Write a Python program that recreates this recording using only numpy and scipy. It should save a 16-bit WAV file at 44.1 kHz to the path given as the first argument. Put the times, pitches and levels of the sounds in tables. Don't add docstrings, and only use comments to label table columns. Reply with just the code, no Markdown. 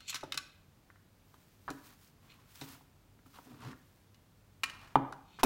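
import sys
import numpy as np
from scipy import signal
from scipy.fft import rfft, irfft, next_fast_len
from scipy.io import wavfile
from scipy.ndimage import map_coordinates

SR = 44100
rng = np.random.default_rng(int(sys.argv[2]) if len(sys.argv) > 2 else 0)


def dump(signal):
    limited = np.clip(np.atleast_2d(signal).T, -1, 1)
    pcm = np.round(limited * 32767).astype(np.int16)
    wavfile.write(sys.argv[1], SR, pcm)


N = 240556
TIME_S = np.arange(N) / SR
RING_S = np.arange(SR // 2) / SR

# freq_hz, level_db, t60_s
STEEL_MODES = [(1128, -8, 0.11), (1323, -6, 0.13), (1542, -1.5, 0.07), (2048, -2, 0.054),
               (2580, -1.5, 0.046), (2946, -2, 0.059), (3733, 6.5, 0.028), (4137, 4.5, 0.033),
               (4960, -2.5, 0.029), (5440, 2, 0.036), (5950, 1, 0.023), (7350, -9, 0.02),
               (10020, 3.5, 0.025), (10880, 0, 0.021), (12300, -9, 0.03)]
# freq_hz, gain_db
TOWEL_SPECTRUM = [(200, -38), (1000, 3), (2800, 3), (4200, 3), (7000, 0.5), (10000, -2), (15000, 2)]


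def knocks():
    # start_s, knock_db, board_db, pitch_hz, damping (1 = free)
    contacts = [(0.144, -44.5, -58, 1230, 1.7), (0.2309, -46, -52, 1040, 2.3),
                (0.2336, -43, -42.5, 660, 2.8), (0.2391, -49, -67, 1120, 3), (0.344, -61, -54, 700, 2),
                (0.9017, -58, -87, 1630, 2), (0.9581, -64.5, -90, 1480, 2), (1.3414, -59.5, -70, 1190, 1.6),
                (2.614, -60, -43.5, 760, 1.3), (2.809, -63, -64, 920, 1.2), (3.1906, -69.5, -62, 1550, 3.4),
                (3.26, -64.5, -55, 1130, 2.3), (3.387, -51, -58.5, 1070, 1.2), (3.468, -72, -54, 790, 1.9),
                (3.513, -72, -55, 1000, 1.6), (3.731, -54, -75, 1400, 1.4), (4.9557, -17, -28, 1013, 1),
                (5.1258, -45, -51.5, 1290, 2.1), (5.3882, -49.5, -74, 1380, 1.5)]
    out = np.zeros(N)
    for start_s, knock_db, board_db, pitch_hz, damping in contacts:
        add(out, start_s, knock(knock_db, board_db, pitch_hz, damping) + thump(board_db, damping))
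    return out


def knock(knock_db, board_db, pitch_hz, damping, contact_s=0.00006, board_rise_s=0.0025):
    # freq_hz, gain_db
    spectrum = [(60, -17.5), (250, -16.5), (550, -9.5), (780, -2), (1000, 0.5), (1300, -3.5), (1620, -20),
                (2400, -24), (3500, -26), (5000, -42), (7000, -46.5), (15000, -51)]
    pulse = RING_S * np.exp(-RING_S / contact_s)
    push = pulse / pulse.sum() + amp(-30.5) * crack(t60_s=0.032)
    body = causal(push, lambda hz: along(spectrum, hz * 1000 / pitch_hz))
    pole = np.exp(2 * np.pi * pitch_hz * (1j - .45) / SR)
    allpass = np.poly([pole, pole.conjugate()]).real
    body = unit_onset(signal.lfilter(allpass[::-1], allpass, body))
    board = boards(damping) * (1 - np.exp(-RING_S / board_rise_s))
    return amp(knock_db) * body + amp(board_db) * board


def thump(board_db, damping, cutoff_hz=154, offset_db=-6):
    low = signal.sosfilt(signal.butter(3, cutoff_hz, fs=SR, output="sos"), boards(damping))
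    return amp(board_db + offset_db) * low / np.abs(low).max()


def boards(damping):
    # freq_hz, level_db, t60_s
    modes = [(47.6, -27, 0.35), (128.3, -3.5, 0.26), (152.7, -2.5, 0.24), (187, -14.5, 0.25),
             (274, 6.5, 0.17), (318.7, -1, 0.15), (405, -1, 0.13), (437, -2.5, 0.09), (514, -7, 0.075),
             (588, -8.5, 0.091), (685, -10.5, 0.097), (772, -2.5, 0.1), (971, -5.5, 0.15),
             (1272, -3.5, 0.065), (1790, -18.5, 0.074), (2412, -10, 0.095), (3450, -23, 0.058)]
    hand_load = max(1 - 1 / damping, 0)
    return ring(modes, scatter_db=2, detune=0.04 * hand_load, damping=damping)


def landings(touch_count=4, weight_gain_db=10, thump_boost_db=3):
    # start_s, settle_s, first_knock_db, fade_db, last_board_db, pitch_hz, damping
    parts = [(1.6794, 0.024, -40.5, 16, -40, 1280, 1.35), (5.432, 0.0138, -24.5, 32, -19, 976, 1.4)]
    out = np.zeros(N)
    for start_s, settle_s, first_knock_db, fade_db, last_board_db, pitch_hz, damping in parts:
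        for progress in np.linspace(0, 1, touch_count):
            touch_s = start_s + settle_s * progress ** 1.4
            knock_db = first_knock_db - fade_db * progress ** 4.5
            board_db = last_board_db - weight_gain_db * (1 - progress)
            hit = knock(knock_db, board_db, pitch_hz, damping)
            add(out, touch_s, hit + thump(board_db + thump_boost_db, damping))
    return out


def clicks(rise_db_per_oct=2.5, fall_db_per_oct=11, repeat_s=0.0093, repeat_loss_db=11):
    # start_s, level_db, peak_hz, t60_s
    events = [(0.005, -56, 3840, 0.03), (0.1024, -45, 7060, 0.01), (0.127, -44.5, 2510, 0.054),
              (0.1441, -38, 5460, 0.083), (0.1552, -39.5, 3370, 0.079), (0.209, -54.5, 4200, 0.027),
              (0.2353, -55.5, 5200, 0.03), (0.3214, -35.5, 3700, 0.021), (0.3424, -43.5, 4120, 0.04),
              (0.3749, -32.5, 4300, 0.023), (1.7032, -48.5, 5970, 0.019), (2.6123, -46.5, 4170, 0.07),
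              (3.6046, -68.5, 12000, 0.008), (4.144, -66, 4660, 0.024), (5.1244, -56, 5130, 0.013),
              (5.4322, -30, 4600, 0.014), (5.4355, -30.5, 12400, 0.019)]
    out = np.zeros(N)
    for start_s, level_db, peak_hz, t60_s in events:
        def colour_db(hz):
            octaves = np.log2((hz + 1) / peak_hz)
            bass_cut_db = -10 * np.log10(1 + (950 / (hz + 1)) ** 6)
            return np.minimum(rise_db_per_oct * octaves, -fall_db_per_oct * octaves) + bass_cut_db
        for delay_s, loss_db in [(0, 0), (repeat_s, repeat_loss_db)]:
            hit = crack(t60_s) + amp(-5.5) * ring(STEEL_MODES, scatter_db=3.5, detune=0.015)
            add(out, start_s + delay_s, amp(level_db - loss_db) * unit_onset(causal(hit, colour_db)))
    return out


def screwdriver():
    # start_s, level_db
    taps = [(4.6342, -30.5), (4.638, -33), (4.658, -47), (4.6976, -46.5)]
    # freq_hz, gain_db
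    spectrum = [(200, -31), (750, -12.5), (1080, -4.5), (1700, -4), (2900, 0.5), (3400, -10), (4100, -2.5),
                (5000, -10.5), (7000, -13.5), (9700, -16), (10600, -19.5), (16000, -25.5)]
    # freq_hz, level_db, t60_s
    modes = [(1082, 0, 0.045), (1330, 2, 0.022), (1830, -4, 0.05), (2433, 1, 0.045), (2902, 0, 0.04),
             (3000, 5, 0.022), (4020, -3, 0.03), (5367, -11, 0.035), (7100, -13, 0.03), (9152, -14, 0.04)]
    out = np.zeros(N)
    for start_s, level_db in taps:
        chatter = unit_onset(causal(crack(t60_s=0.034), lambda hz: along(spectrum, hz)))
        shaft = ring(modes, scatter_db=2.5, detune=0.005)
        tool = unit_onset(chatter + amp(-0.5) * shaft)
        add(out, start_s, amp(level_db) * (tool + amp(-31.5) * boards(damping=1)))
    return out


def steel_scrapes():
    # peak_s, rise_s, fall_s, level_db, cutoff_hz
    slides = [(0.075, 0.08, 0.017, -63, 5000), (0.091, 0.0095, 0.02, -42, 9400),
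              (0.1002, 0.0036, 0.0076, -37.5, 14300), (2.305, 0.011, 0.028, -61.5, 3670),
              (5.381, 0.067, 0.039, -64.5, 4330)]
    # freq_hz, gain_db
    spectrum = [(500, -22), (900, -26), (1200, -6), (1700, -14), (2600, 9), (3200, 2.5), (4150, 8),
                (5000, -4), (7500, 7), (9500, -11), (13000, -1), (16000, -23)]
    out = np.zeros(N)
    for peak_s, rise_s, fall_s, level_db, cutoff_hz in slides:
        slips = noise(spectrum) * unit(amp(4.2 * wobble(rate_hz=700)))
        response = ring(STEEL_MODES, scatter_db=2, detune=.01)
        ringing = unit(signal.fftconvolve(slips, response)[:N])
        scrape = filtered(slips + amp(-5.5) * ringing, lambda hz: 1 / np.sqrt(1 + (hz / cutoff_hz) ** 6))
        out += amp(level_db) * swell(peak_s, rise_s, fall_s) * unit(scrape)
    return out


def drags(attack_share=0.29, release_share=0.38):
    # start_s, length_s, rub_db, drone_db
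    strokes = [(1.805, 0.17, -66, -68.5), (2.14, 0.41, -70, -69), (2.548, 0.28, -63.5, -60.5),
               (3.328, 0.069, -59, -79), (3.427, 0.2, -65, -55.5), (3.582, 0.18, -53, -47.5),
               (4.597, 0.39, -56.5, -71), (5.386, 0.04, -49.5, -64)]
    # freq_hz, gain_db
    rub_spectrum = [(200, -3.5), (500, -12), (1100, 2), (1600, -5), (2400, -9.5), (4500, -13), (8000, -22),
                    (16000, -29)]
    # freq_hz, gain_db
    drone_spectrum = [(30, -36), (90, -20), (122, 4), (155, -1), (195, -14), (240, 1), (280, 2), (340, -14),
                      (410, -8), (560, -22), (900, -26), (2000, -60)]
    rub_gain, drone_gain = np.zeros((2, N))
    for start_s, length_s, rub_db, drone_db in strokes:
        progress = (TIME_S - start_s) / length_s
        ramp = np.clip(np.minimum(progress / attack_share, (1 - progress) / release_share), 0, 1)
        speed = np.sin(np.pi / 2 * ramp) ** 2
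        rub_gain += amp(rub_db) * speed
        drone_gain += amp(drone_db) * swell(start_s + length_s / 2, 0.2 * length_s, 0.2 * length_s)
    catching = unit(amp(2.2 * wobble(rate_hz=200) + 1.8 * wobble(rate_hz=45)))
    return rub_gain * catching * noise(rub_spectrum) + drone_gain * noise(drone_spectrum)


def paper_towel():
    # peak_s, rise_s, fall_s, level_db
    strokes = [(1.4, 0.14, 0.22, -72), (1.73, 0.068, 0.044, -67), (1.88, 0.065, 0.052, -63),
               (2.039, 0.032, 0.052, -65), (2.28, 0.05, 0.1, -72), (2.66, 0.099, 0.088, -55),
               (3.35, 0.058, 0.16, -65), (3.8, 0.062, 0.23, -74.5)]
    unsteady = amp(1.6 * wobble(rate_hz=45))
    pressure = unsteady * sum(amp(level_db) * swell(*timing_s) for *timing_s, level_db in strokes)
    return pressure * unit(noise(TOWEL_SPECTRUM) + amp(-3) * fibre_ticks())


def fibre_ticks(rate_hz=380, spread_db=4.5, t60_s=0.005):
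    released = rng.random(N) < rate_hz / SR
    size_db = spread_db * np.clip(rng.standard_normal(N), -2, 2)
    envelope = signal.fftconvolve(released * amp(size_db), amp(-60 * RING_S / t60_s))[:N]
    return unit(envelope * noise(TOWEL_SPECTRUM))


def room(x, predelay_s=0.005):
    # freq_hz, t60_s
    decay = [(120, 0.37), (350, 0.53), (1100, 0.61), (3500, 0.55), (8000, 0.31), (15000, 0.61)]
    # freq_hz, gain_db
    send = [(100, -8.5), (300, -5), (700, -10.5), (1100, -12), (1600, -8.5), (2500, -10), (4200, -14.5),
            (6500, -12), (12000, -17), (16000, -18)]
    hz, time_s, bands = signal.stft(rng.standard_normal(SR), SR, nperseg=256)
    t60_s = along(decay, hz)[:, None]
    envelope = amp(-60 * time_s / t60_s + along(send, hz)[:, None])
    energy_norm = np.sqrt(2 * np.log(1000) / (t60_s * SR))
    tail = signal.istft(bands * envelope * energy_norm, SR, nperseg=256)[1]
    return signal.fftconvolve(x, np.pad(tail, (round(predelay_s * SR), 0)))[:N]


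def background(hiss_db=-65):
    # freq_hz, rms_db
    tones = [(46, -79), (100, -75), (148, -82.5)]
    # freq_hz, gain_db
    spectrum = [(15, -32), (25, -14), (44, -5), (65, -7), (98, 0), (123, -7), (146, -5), (250, -11),
                (400, -17), (1000, -21.5), (2000, -26.5), (5000, -31), (10500, -35.5), (15000, -33.5)]
    hum = np.zeros(N)
    for freq_hz, rms_db in tones:
        gain = np.sqrt(2) * amp(rms_db + 2.2 * wobble(rate_hz=6.7))
        hum += gain * np.sin(2 * np.pi * freq_hz * TIME_S + 0.21 * wobble(rate_hz=6))
    return amp(hiss_db) * noise(spectrum) + hum


def ring(modes, scatter_db, detune, damping=1):
    hz, level_db, t60_s = np.transpose(modes)[:, :, None]
    polarity = (-1) ** np.arange(len(hz))[:, None]
    strength = polarity * amp(level_db + scatter_db * rng.standard_normal(hz.shape))
    hz = hz * (1 + detune * rng.standard_normal(hz.shape))
    decay = amp(-60 * RING_S * damping / t60_s)
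    return unit_onset(np.sum(strength * decay * np.sin(2 * np.pi * hz * RING_S), axis=0))


def crack(t60_s, attack_s=0.00048):
    envelope = amp(-60 * RING_S / t60_s) * (1 - np.exp(-RING_S / attack_s))
    return unit_onset(rng.standard_normal(len(RING_S)) * envelope)


def swell(peak_s, rise_s, fall_s):
    width_s = np.where(TIME_S < peak_s, rise_s, fall_s)
    return np.exp(-.5 * ((TIME_S - peak_s) / width_s) ** 2)


def wobble(rate_hz):
    return map_coordinates(rng.standard_normal(int(N * rate_hz / SR) + 4), [TIME_S * rate_hz])


def noise(spectrum):
    return unit(filtered(rng.standard_normal(N), lambda hz: amp(along(spectrum, hz))))


def filtered(x, gain):
    size = next_fast_len(len(x) + SR // 2)
    return irfft(rfft(x, size) * gain(np.fft.rfftfreq(size, 1 / SR)), size)[:len(x)]


def causal(x, colour_db):
    size = 2 * len(x)
    gain = amp(colour_db(np.fft.rfftfreq(size, 1 / SR)))
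    cepstrum = irfft(np.log(gain + 1e-6))
    cepstrum[1:len(x)] *= 2
    cepstrum[len(x) + 1:] = 0
    return irfft(rfft(x, size) * np.exp(rfft(cepstrum)))[:len(x)]


def along(points, hz):
    freq_hz, values = np.transpose(points)
    return np.interp(np.log(hz + 1), np.log(freq_hz + 1), values)


def amp(db):
    return 10 ** (np.asarray(db) / 20)


def unit(x):
    return x / np.sqrt(np.mean(x ** 2) + 1e-20)


def unit_onset(x):
    return x / np.sqrt(np.mean(x[:SR // 100] ** 2) + 1e-20)


def add(track, start_s, sound):
    start = max(round(start_s * SR), 0)
    track[start:start + len(sound)] += sound[:max(N - start, 0)]


def scene():
    layers = [knocks() + landings(), clicks(), screwdriver(), steel_scrapes() + drags() + paper_towel()]
    return (sum(x + room(x) for x in layers) + background())[None]


def record(dry):
    return np.array([filtered(x, lambda hz: hz < 16000) for x in dry])


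dry = scene()
out = record(dry)
dump(out)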